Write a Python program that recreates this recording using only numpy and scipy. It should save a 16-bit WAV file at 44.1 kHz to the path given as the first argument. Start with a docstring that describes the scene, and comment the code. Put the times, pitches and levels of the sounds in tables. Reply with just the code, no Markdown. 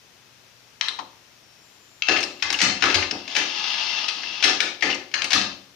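"""A button clicks on a cassette deck in a quiet, hard-walled room.
A cam drops the head plate three times and lifts it twice, always with the same run of clicks and thuds;
in between the reel gears engage, whir through a short rewind and let go. Clicks are shaped noise bursts,
thuds are decaying case modes over low noise, and the whir is noise pulsed by gear teeth.
The steel case and the room ring after each blow, over a motor rumble, hum, whines and hiss."""
import sys
import numpy as np
from scipy import signal
from scipy.fft import rfft, irfft
from scipy.io import wavfile
from scipy.ndimage import uniform_filter1d, minimum_filter1d

SR = 44100
rng = np.random.default_rng(int(sys.argv[2]) if len(sys.argv) > 2 else 0)


def output_pcm(signal):
    """Save a mono or channel-first signal as 16-bit PCM at the path in sys.argv[1].

    Samples are clipped to [-1, 1] before scaling.
    """
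    pcm = np.clip(np.atleast_2d(signal).T, -1, 1) * 32767
    wavfile.write(sys.argv[1], SR, np.round(pcm).astype(np.int16))


N = 253575
TIME = np.arange(N) / SR
EDGE_HZ = 15500  # upper band limit

# Directivity of the deck. Each row: frequency in Hz, left over right in dB.
LEAN = [(100, 3.5), (400, 5), (700, 3.5), (1300, 6.5), (2400, 11), (4400, 9), (6000, 4), (8000, 17.5),
        (15000, 26)]

# Parts that click. Each: rise in ms and decay in ms, resonance in Hz, its height in dB and its width
# in octaves (0 leaves no peak), lowest radiated frequency in Hz, fizz in dB before a share of the
# height is added, ring of case and room in dB. The signs of rise and width do not matter.
BUTTON_SNAP = (0.84, 1.4, 2570, 6.5, 0.8, 2232, -9, -0.5)
BUTTON_SPRING = (-0.5, 6.9, 3600, 14, 0.2, 1330, 6, -8)
BUTTON_SEAT = (0.4, 12.5, 926, 14.5, 0.34, 300, -10, -16.5)
LATCH = (1.14, 2, 2700, 10, 0.46, 1058, -14, -1.5)
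TRIGGER = (3, 5, 1245, 2.5, 0.5, 857, -2.5, 0.5)
PAWL = (1.5, 2.5, 3000, 16.5, 0, 700, -3, -2)
CATCH = (0.7, 8.5, 5300, 6, 1.8, 500, 8.5, -5)
SLIDE = (0.68, 10, 3400, 3.5, 0.64, 506, 1.2, 1.3)
END_STOP = (0.91, 4.25, 9300, 3.4, 1.7, 1240, 2, 3.45)
HEAD_PLATE = (1.5, 4.5, 1504, 7.5, 0.7, 497, -4.5, 1.5)
LEVER = (1.1, 12.5, 2350, 7.5, 0.55, 497, -7, -5.5)
ROLLER_ARM = (0.5, 8.5, 2805, 18, 0.2, 500, 0, -11)
SPRING = (0.4, 6, 5103, 19, 0.2, 600, 4, -18)
RETURN_SPRING = (0.3, 5, 5377, 11.5, 0.1, 1100, -2.5, -4)
GUIDE_PIN = (1, 7.5, 6440, 15, -0.3, 500, 8.5, -8.5)
LINKAGE = (0.2, 5, 1300, 0, -1.5, 503, -3.5, 2)
CLUTCH = (-0.5, 10.5, 4000, 11, 0.7, 505, 3, -4)
BRAKE = (-0.3, 4.5, 2000, 3.5, -0.6, 1400, 3.5, -0.5)

# Moves of the transport. Each row: time in seconds, relative level in dB.
LIFTS = [(2.422, 0), (5.138, -0.5)]
DROPS = [(2.084, 0.52), (2.822, -0.33), (4.823, -1.14)]
GEAR_SHIFTS = [(3.363, -4.5), (4.438, 0.5)]

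# Runs of the gears: idling, slow wind, fast wind, idling.
# Each row: start in seconds, end in seconds, relative level in dB, spin-up in seconds.
GEAR_RUNS = [(2.022, 3.27, -40.5, 0.8), (3.233, 4.41, -29, 0.094), (3.47, 4.044, -23.5, 0.1),
             (4.413, 5.3, -64, 0.05)]


def amp(db):
    """Amplitude gain is ten to the power of a twentieth of the decibels."""
    return 10 ** (np.asarray(db) / 20)


def evened(x):
    """Normalization: dividing by the root mean square gives unit power."""
    return x / np.sqrt(np.mean(x ** 2) + 1e-20)


def read(points, hz):
    """Interpolates a spectrum along a logarithmic frequency axis."""
    f, value = np.transpose(points)
    return np.interp(np.log(hz + 1), np.log(f + 1), value)


def add(mix, s, sound):
    """Superposition: sums a sound into the mix from time s onward."""
    part = mix[..., max(round(s * SR), 0):][..., :sound.shape[-1]]
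    part += sound[..., :part.shape[-1]]


def colour(x, db_at, size=2048):
    """Minimum-phase filter with the gain db_at(Hz): its energy comes early, so attacks stay sharp."""
    hz = abs(np.fft.fftfreq(size, 1 / SR))
    log_gain = np.log(amp(np.maximum(db_at(hz), -100)))
    # the Hilbert transform of the log gain supplies the minimum phase
    spectrum = np.exp(np.conj(signal.hilbert(log_gain)))
    taps = np.fft.ifft(spectrum).real
    return signal.fftconvolve(x, taps)[:len(x)]


def wander(size):
    """Low-passed noise: smooth random motion of rms 1 that changes over about size samples."""
    once = uniform_filter1d(rng.standard_normal(N), size)
    return evened(uniform_filter1d(once, size))


def pair(size, lean):
    """Diffuse-field coherence: noise at two microphones, most alike in the bass, with a level difference."""
    # Each row: frequency in Hz, left-right correlation.
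    likeness = [(60, 0.78), (300, 0.73), (600, 0.44), (1100, 0.34), (3000, 0.11), (12000, 0.073)]
    hz = np.fft.rfftfreq(size, 1 / SR)
    left, other = rfft(rng.standard_normal((2, size)))
    same = np.clip(read(likeness, hz), -1, 1)
    right = same * left + np.sqrt(1 - same ** 2) * other
    return irfft([left, right * amp(-read(lean, hz))], size)


def hiss(db=-51):
    """Stationary filtered noise: a faint steady hiss, its level set at the left microphone."""
    # Spectrum. Each row: frequency in Hz, relative level in dB per Hz.
    hiss_colour = [(20, -23), (60, -10), (120, -5), (300, -6.5), (1000, -8.5), (2200, -7.5), (3200, -7),
                   (4500, -8.5), (5700, -8), (6600, -12.5), (8000, -22), (15000, -26)]
    # Each row: frequency in Hz, left over right in dB.
    hiss_lean = [(100, 8), (1000, 5.5), (2200, 6), (3800, 13), (5700, 5.5), (8000, 2.5), (15000, -1.5)]
    sides = pair(N + 2048, hiss_lean)
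    noise = np.array([colour(side, lambda hz: read(hiss_colour, hz)) for side in sides])
    noise = noise[:, -N:]  # drops the filter's onset
    return amp(db) * noise / noise[0].std()


def tones(waver=0.53):
    """Phase-modulated sinusoids: steady hum, and whines that switch on and off with the electronics."""
    # Each row: start in seconds, end in seconds, frequency in Hz, rms level at the left in dB.
    hum_and_whines = [(0, 5.75, 119, -67.5), (0, 1.9, 2570, -69), (0.599, 1.7, 5500, -68),
                      (1.43, 1.65, 5500, -64.5), (1.61, 3.1, 7200, -60.5), (1.61, 2.6, 13340, -74),
                      (1.61, 1.9, 3100, -67)]
    out = np.zeros(N)
    for start, end, hz, db in hum_and_whines:
        gate = np.clip(np.minimum(TIME - start, end - TIME) / 0.0062, 0, 1)
        drift = waver * evened(uniform_filter1d(rng.standard_normal(N), 1500))  # radians
        out += amp(db) * np.sqrt(2) * gate * np.sin(2 * np.pi * hz * TIME + drift)
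    return out * amp([[0], [-8]])  # left, right


def motor(db=-52, rumble_hz=300, octaves=0.75, lumps_db=2, ramp_s=0.056):
    """Band-limited noise: the reel motor rumbles, slightly uneven, as long as the tape winds, slow or fast."""
    start, end = GEAR_RUNS[1][:2]
    running = np.clip(np.minimum(TIME - start, end + ramp_s - TIME) / ramp_s, 0, 1)
    band = lambda hz: -6 * (np.log2((hz + 1) / rumble_hz) / octaves) ** 2
    rumble = colour(rng.standard_normal(N), band)
    level = amp(db + lumps_db * wander(size=600))
    return evened(rumble) * running * level * amp([[0], [-4]])  # left, right


def metal_db(hz):
    """Resonance: each metal part of the transport lifts a narrow band around its own frequency."""
    # Each row: frequency in Hz, width in Hz, relative lift in dB.
    metal = [(764, 33, 5), (869, 40, 4), (1230, 155, 7), (1502, 26, 3.5), (1695, 102, 7), (1762, 27, 3.5),
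             (1910, 47, -1), (2080, 110, 7.5), (2200, 44, -2.5), (2655, 305, 9), (3127, 42, 5.5),
             (3565, 57, 3), (4280, 340, 4), (4680, 96, 1.5), (4850, 89, 2.5), (5130, 49, 1.5)]
    return sum(db / (1 + (2 * (hz - f) / width) ** 2) for f, width, db in metal)


def drive(spin_down_s=0.022):
    """Inertia: each gear run spins up, holds and coasts down exponentially; runs add in power."""
    runs = []
    for start, end, db, spin_up in GEAR_RUNS:
        rise = np.clip((TIME - start) / spin_up, 0, 1)
        coast = np.exp(-np.maximum(TIME - end, 0) / spin_down_s)
        runs.append(amp(db) * rise * coast)
    return np.linalg.norm(runs, axis=0)


def gears(tooth_hz=348, wheel_hz=38.1, wobble=0.06, lumps_db=2.0, rub=0.56, contact=0.21,
          buzz_hz=2750, buzz_width_hz=350, buzz_db=-7, buzz_lumps_db=4):
    """Amplitude modulation: teeth rasp in turn, harder once each turn of a wheel; a loose part buzzes in fits."""
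    # Spectrum of the rasp. Each row: frequency in Hz, relative level in dB per Hz.
    gear_colour = [(60, -42), (150, -33), (320, -35), (600, -19.5), (800, -8.5), (1500, -9.5), (2200, -4),
                   (2700, -0.5), (3400, 5), (4100, -3.5), (5200, 1), (6400, -10.5), (7400, -28.5),
                   (15000, -49)]
    seconds_run = np.cumsum(1 + 0.0092 * wander(size=4000)) / SR  # the speed wanders
    # contact is the decay of a tooth's pulse as a share of the tooth period
    teeth = rub + np.exp(-(tooth_hz * seconds_run % 1) / contact)
    turn = 1 + wobble * np.sin(2 * np.pi * wheel_hz * seconds_run)
    load = teeth * turn * amp(lumps_db * wander(size=200))
    rasp = colour(load * rng.standard_normal(N), lambda hz: read(gear_colour, hz) + .5 * metal_db(hz))
    fits = load * amp(buzz_lumps_db * wander(size=200)) * rng.standard_normal(N)
    buzz = colour(fits, lambda hz: -20 * np.log10(1 + (2 * (hz - buzz_hz) / buzz_width_hz) ** 2))
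    return evened(evened(rasp) + amp(buzz_db) * evened(buzz)) * drive()


def landings():
    """Repeatable mechanism: each move brings its own thuds, listed as (s, level dB, four band dB, length)."""
    # Heavy blows that shake the case. Each row: delay after the move in seconds, boom, panel, frame
    # and knock in relative dB, length of swell and ring as a factor.
    lift_thuds = [(0, -50.5, -52.5, -45, -35.5, 1), (0.08, -59, -46.5, -35, -44, 0.68),
                  (0.192, -40, -27.5, -33, -29.5, 1)]
    drop_thuds = [(0, -44.5, -38, -22.5, -30.5, 0.99)]
    shift_thuds = [(0.00061, -55.5, -39, -26.5, -35, 1)]
    # Thuds that come only once. Each row: time in seconds, then the same columns.
    lone_thuds = [(0.885, -77, -62, -51.5, -44, 0.89), (0.989, -66, -50, -46, -36.5, 0.55),
                  (2.236, -67, -46.5, -38, -50, 0.72), (2.945, -32, -41, -27, -34, 0.86),
                  (3.116, -47, -34.5, -34, -30.5, 0.68), (4.604, -64, -49, -33, -33, 0.94)]
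    out = []
    for times, run in [(LIFTS, lift_thuds), (DROPS, drop_thuds), (GEAR_SHIFTS, shift_thuds)]:
        for s, move_db in times:
            out += [(s + delay, move_db, bands, length) for delay, *bands, length in run]
    return out + [(s, 0, bands, length) for s, *bands, length in lone_thuds]


def thuds(rise_s=0.036, modes_db=6, wash_db=2, wash_t60=0.54):
    """Modal excitation: a landing sets the case modes swinging, over a dense wash of low room resonances."""
    # Where boom, panel, frame and knock sound, in Hz.
    thud_hz = [85, 200, 380, 850]
    # Low modes of the case. Each row: frequency in Hz, relative level in dB,
    # 60 dB decay time in seconds for a thud of length 1.
    case = [(63.3, -26, 0.39), (88.7, 1, 0.39), (189.7, -6, 0.59), (230.4, -12, 0.19), (279, -2, 0.6),
            (311, -1.5, 0.38), (350, -12, 0.81), (385.4, -10.5, 0.52), (431.6, -3, 0.22),
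            (521.4, -12, 0.63), (577, -14, 0.72), (732, -5.5, 0.4), (800, -11, 0.45), (924, -8, 0.36)]
    # Spectrum of the wash. Each row: frequency in Hz, relative level in dB.
    wash_colour = [(25, 3), (60, 18), (90, 26.5), (150, 19), (220, 23.5), (420, 16.5), (600, 14),
                   (850, 13.5), (1100, 8), (1500, 6), (5000, -60)]
    out, t, hz = np.zeros((2, N)), np.arange(SR) / SR, np.fft.rfftfreq(SR, 1 / SR)
    for s, level_db, bands, length in landings():
        shake = list(zip(thud_hz, bands))
        age = t / length  # longer thuds swell and die more slowly
        phases = rng.uniform(0, 2 * np.pi, len(case))
        modes = np.zeros(SR)
        for (f, db, t60), phase in zip(case, phases):
            modes += amp(read(shake, f) + db - 60 * age / t60) * np.sin(2 * np.pi * f * t + phase)
        wash = irfft(rfft(pair(SR, LEAN)) * amp(read(shake, hz) + read(wash_colour, hz)))
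        wash = wash * amp(wash_db - 60 * age / wash_t60)
        body = modes * amp([[modes_db], [modes_db - 5]]) + wash
        add(out, s, amp(level_db) * body * (1 - np.exp(-age / rise_s)))
    return out


def ring(x, build_s=0.0022, swell_s=0.055, swell=0.72, metal=1.0):
    """Reverberation of case and room: reflections pile up for a moment, then die band by band."""
    # Spectrum of the ring. Each row: frequency in Hz, relative level in dB.
    ring_colour = [(200, 6.5), (700, 4), (1000, 5.5), (1800, -0.5), (2700, -6), (3800, 1.5), (5600, -1),
                   (8000, 5), (11000, 1.5), (15000, 1)]
    # Each row: frequency in Hz, 60 dB decay time in seconds.
    ring_t60 = [(100, 0.45), (400, 0.61), (1500, 0.35), (3000, 0.42), (6000, 0.41), (12000, 0.2)]
    hz, t, z = signal.stft(pair(SR, LEAN), SR, nperseg=256)
    decay = amp(-60 * t / read(ring_t60, hz)[:, None])
    tail = signal.istft(z * decay, SR, nperseg=256)[1]
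    t = np.arange(tail.shape[1]) / SR
    tail = tail * (1 - np.exp(-t / build_s)) * (1 + swell * (1 - np.exp(-(t / swell_s) ** 2)))
    tail = tail / np.linalg.norm(tail[0])
    ring_db = lambda hz: read(ring_colour, hz) + metal * metal_db(hz) - 3.5
    tail = np.array([colour(side, ring_db) for side in tail])
    return signal.fftconvolve(x[None], tail, axes=1)[:, :N]


def direct(x, right_db=-3, scatter=1.0):
    """Direct sound and shadowing: the right is shaded and gets part of it scattered off the front panel."""
    taps = rng.standard_normal(2 ** 8) * np.hanning(2 ** 9)[2 ** 8:]  # short fading scatter
    scattered = signal.fftconvolve(x, taps / np.linalg.norm(taps))[:N]
    right = (x + scatter * scattered) / np.hypot(1, scatter)
    shaded = colour(right, lambda hz: -read(LEAN, hz))
    return np.array([x, amp(right_db) * shaded])


def strikes():
    """Repeatable mechanism: each move plays its own run of clicks, listed as (s, level dB, part, material)."""
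    # Clicks of each move. Each row: delay after the move in seconds, level in dB over 10 ms
    # before the move's level is added, part.
    lift_clicks = [(-0.024, -39.5, SLIDE), (0, -15, TRIGGER), (0.0802, -17.5, PAWL), (0.1042, -19, CATCH),
                   (0.1662, -18.5, SLIDE), (0.181, -18.5, LINKAGE), (0.1925, -10.5, END_STOP),
                   (0.276, -22.5, LINKAGE)]
    drop_clicks = [(-0.014, -31, LINKAGE), (0, -12.5, HEAD_PLATE), (0.009, -19.5, LINKAGE),
                   (0.032, -20.5, SLIDE), (0.077, -16, LEVER), (0.089, -23, CLUTCH),
                   (0.103, -19, ROLLER_ARM), (0.121, -28, GUIDE_PIN)]
    shift_clicks = [(-0.013, -14.5, SLIDE), (0, -15, LINKAGE), (0.002, -10.5, END_STOP)]
    # The button snaps in, springs back and knocks home.
    # Each row: time in seconds, level in dB over 10 ms, part.
    button_clicks = [(0.8106, -16, BUTTON_SNAP), (0.883, -17.5, BUTTON_SPRING),
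                     (0.9884, -22.5, BUTTON_SEAT)]
    # Clicks that come only once, from parts that catch or settle: same columns as the button's.
    lone_clicks = [(2.021, -16.5, LATCH), (2.228, -21, CATCH), (2.237, -21.5, SPRING),
                   (2.54, -16.5, ROLLER_ARM), (2.837, -14.5, HEAD_PLATE), (2.943, -12.5, SLIDE),
                   (2.951, -16.5, CLUTCH), (3.023, -17.5, LEVER), (3.11, -18.5, RETURN_SPRING),
                   (3.278, -29, LINKAGE), (4.083, -17, CLUTCH), (4.233, -28, LEVER), (4.495, -20, LINKAGE),
                   (4.603, -11, BRAKE)]
    # Spectra of the button and of the transport. Each row: frequency in Hz, relative level in dB per Hz.
    button_colour = [(100, -42), (400, -21), (1000, 1.5), (1700, -0.5), (2500, -3), (4000, -1.5),
                     (5000, -6.5), (6200, -10.5), (7400, -19.5), (9300, -26), (10500, -45), (15000, -46)]
    click_colour = [(100, -15.5), (400, -15), (750, -10.5), (1100, -10.5), (1700, -2.5), (2700, 2),
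                    (3800, -4.5), (5400, -4), (6400, -8.5), (7300, -22.5), (9000, -30.5), (12000, -35),
                    (15000, -48)]
    cam = []
    for times, run in [(LIFTS, lift_clicks), (DROPS, drop_clicks), (GEAR_SHIFTS, shift_clicks)]:
        for s, move_db in times:
            cam += [(s + delay, move_db + db, part) for delay, db, part in run]
    button = [(*row, button_colour) for row in button_clicks]
    return button + [(*row, click_colour) for row in cam + lone_clicks]


def clicks(grit_db=0.5, shelf_db=14, shelf_octaves=0.27, fizz_hz=6500, size=4096, count=6):
    """Impact: parts strike and chatter for a few ms; gives the near sound and the blows to spots of the case."""
    near, blows, ms = np.zeros(N), np.zeros((count, N)), np.arange(size) / SR * 10 ** 3
    for k, (s, db, struck, material) in enumerate(strikes()):
        rise_ms, decay_ms, part_hz, part_db, octaves, low_hz, fizz_db, ring_db = struck
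        contacts, grit = rng.standard_normal((2, size))
        envelope = np.exp(-ms / decay_ms) * (1 - np.exp(-(ms / rise_ms) ** 2))
        chatter = contacts * amp(grit_db * grit) * envelope
        part = lambda hz: part_db * np.exp(-.5 * (np.log2((hz + 1) / part_hz) / octaves) ** 2)
        # small parts radiate little bass
        small = lambda hz: -shelf_db * np.clip(np.log2(low_hz / (hz + 1)) / shelf_octaves, 0, 1)
        fizz = lambda hz: (fizz_db + 0.19 * part_db) * np.clip((hz - fizz_hz) / 1500, 0, 1)
        click = colour(chatter, lambda hz: read(material, hz) + part(hz) + small(hz) + fizz(hz))
        click = amp(db) * click * np.sqrt(SR / 10 ** 2 / np.sum(click ** 2))  # its energy taken over 10 ms
        add(near, s, click)
        add(blows[k % count], s, click * amp(ring_db))
    return near, blows


def scene(click_db=0, ring_db=0, gear_near_db=-3, gear_ring_db=-3):
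    """Superposition of direct and reverberant sound: the deck close by on the left, and the quiet background."""
    near, blows = clicks()
    whir = gears()
    straight = direct(amp(click_db) * near + amp(gear_near_db) * whir)
    blow_ring = amp(ring_db) * sum(ring(spot) for spot in blows)
    whir_ring = amp(gear_ring_db) * ring(whir)
    return straight + blow_ring + whir_ring + thuds() + motor() + tones() + hiss()


def record(dry):
    """Peak limiting, then low-pass filtering: a quick gain dip holds the highest peaks under full scale."""
    headroom = .95 / np.maximum(abs(dry).max(0), .95)
    gain = uniform_filter1d(minimum_filter1d(headroom, size=129), size=129)
    taps = signal.firwin(511, EDGE_HZ, window=("kaiser", 9), fs=SR)
    return signal.oaconvolve(dry * gain, taps[None], "same")


dry = scene()
out = record(dry)
output_pcm(out)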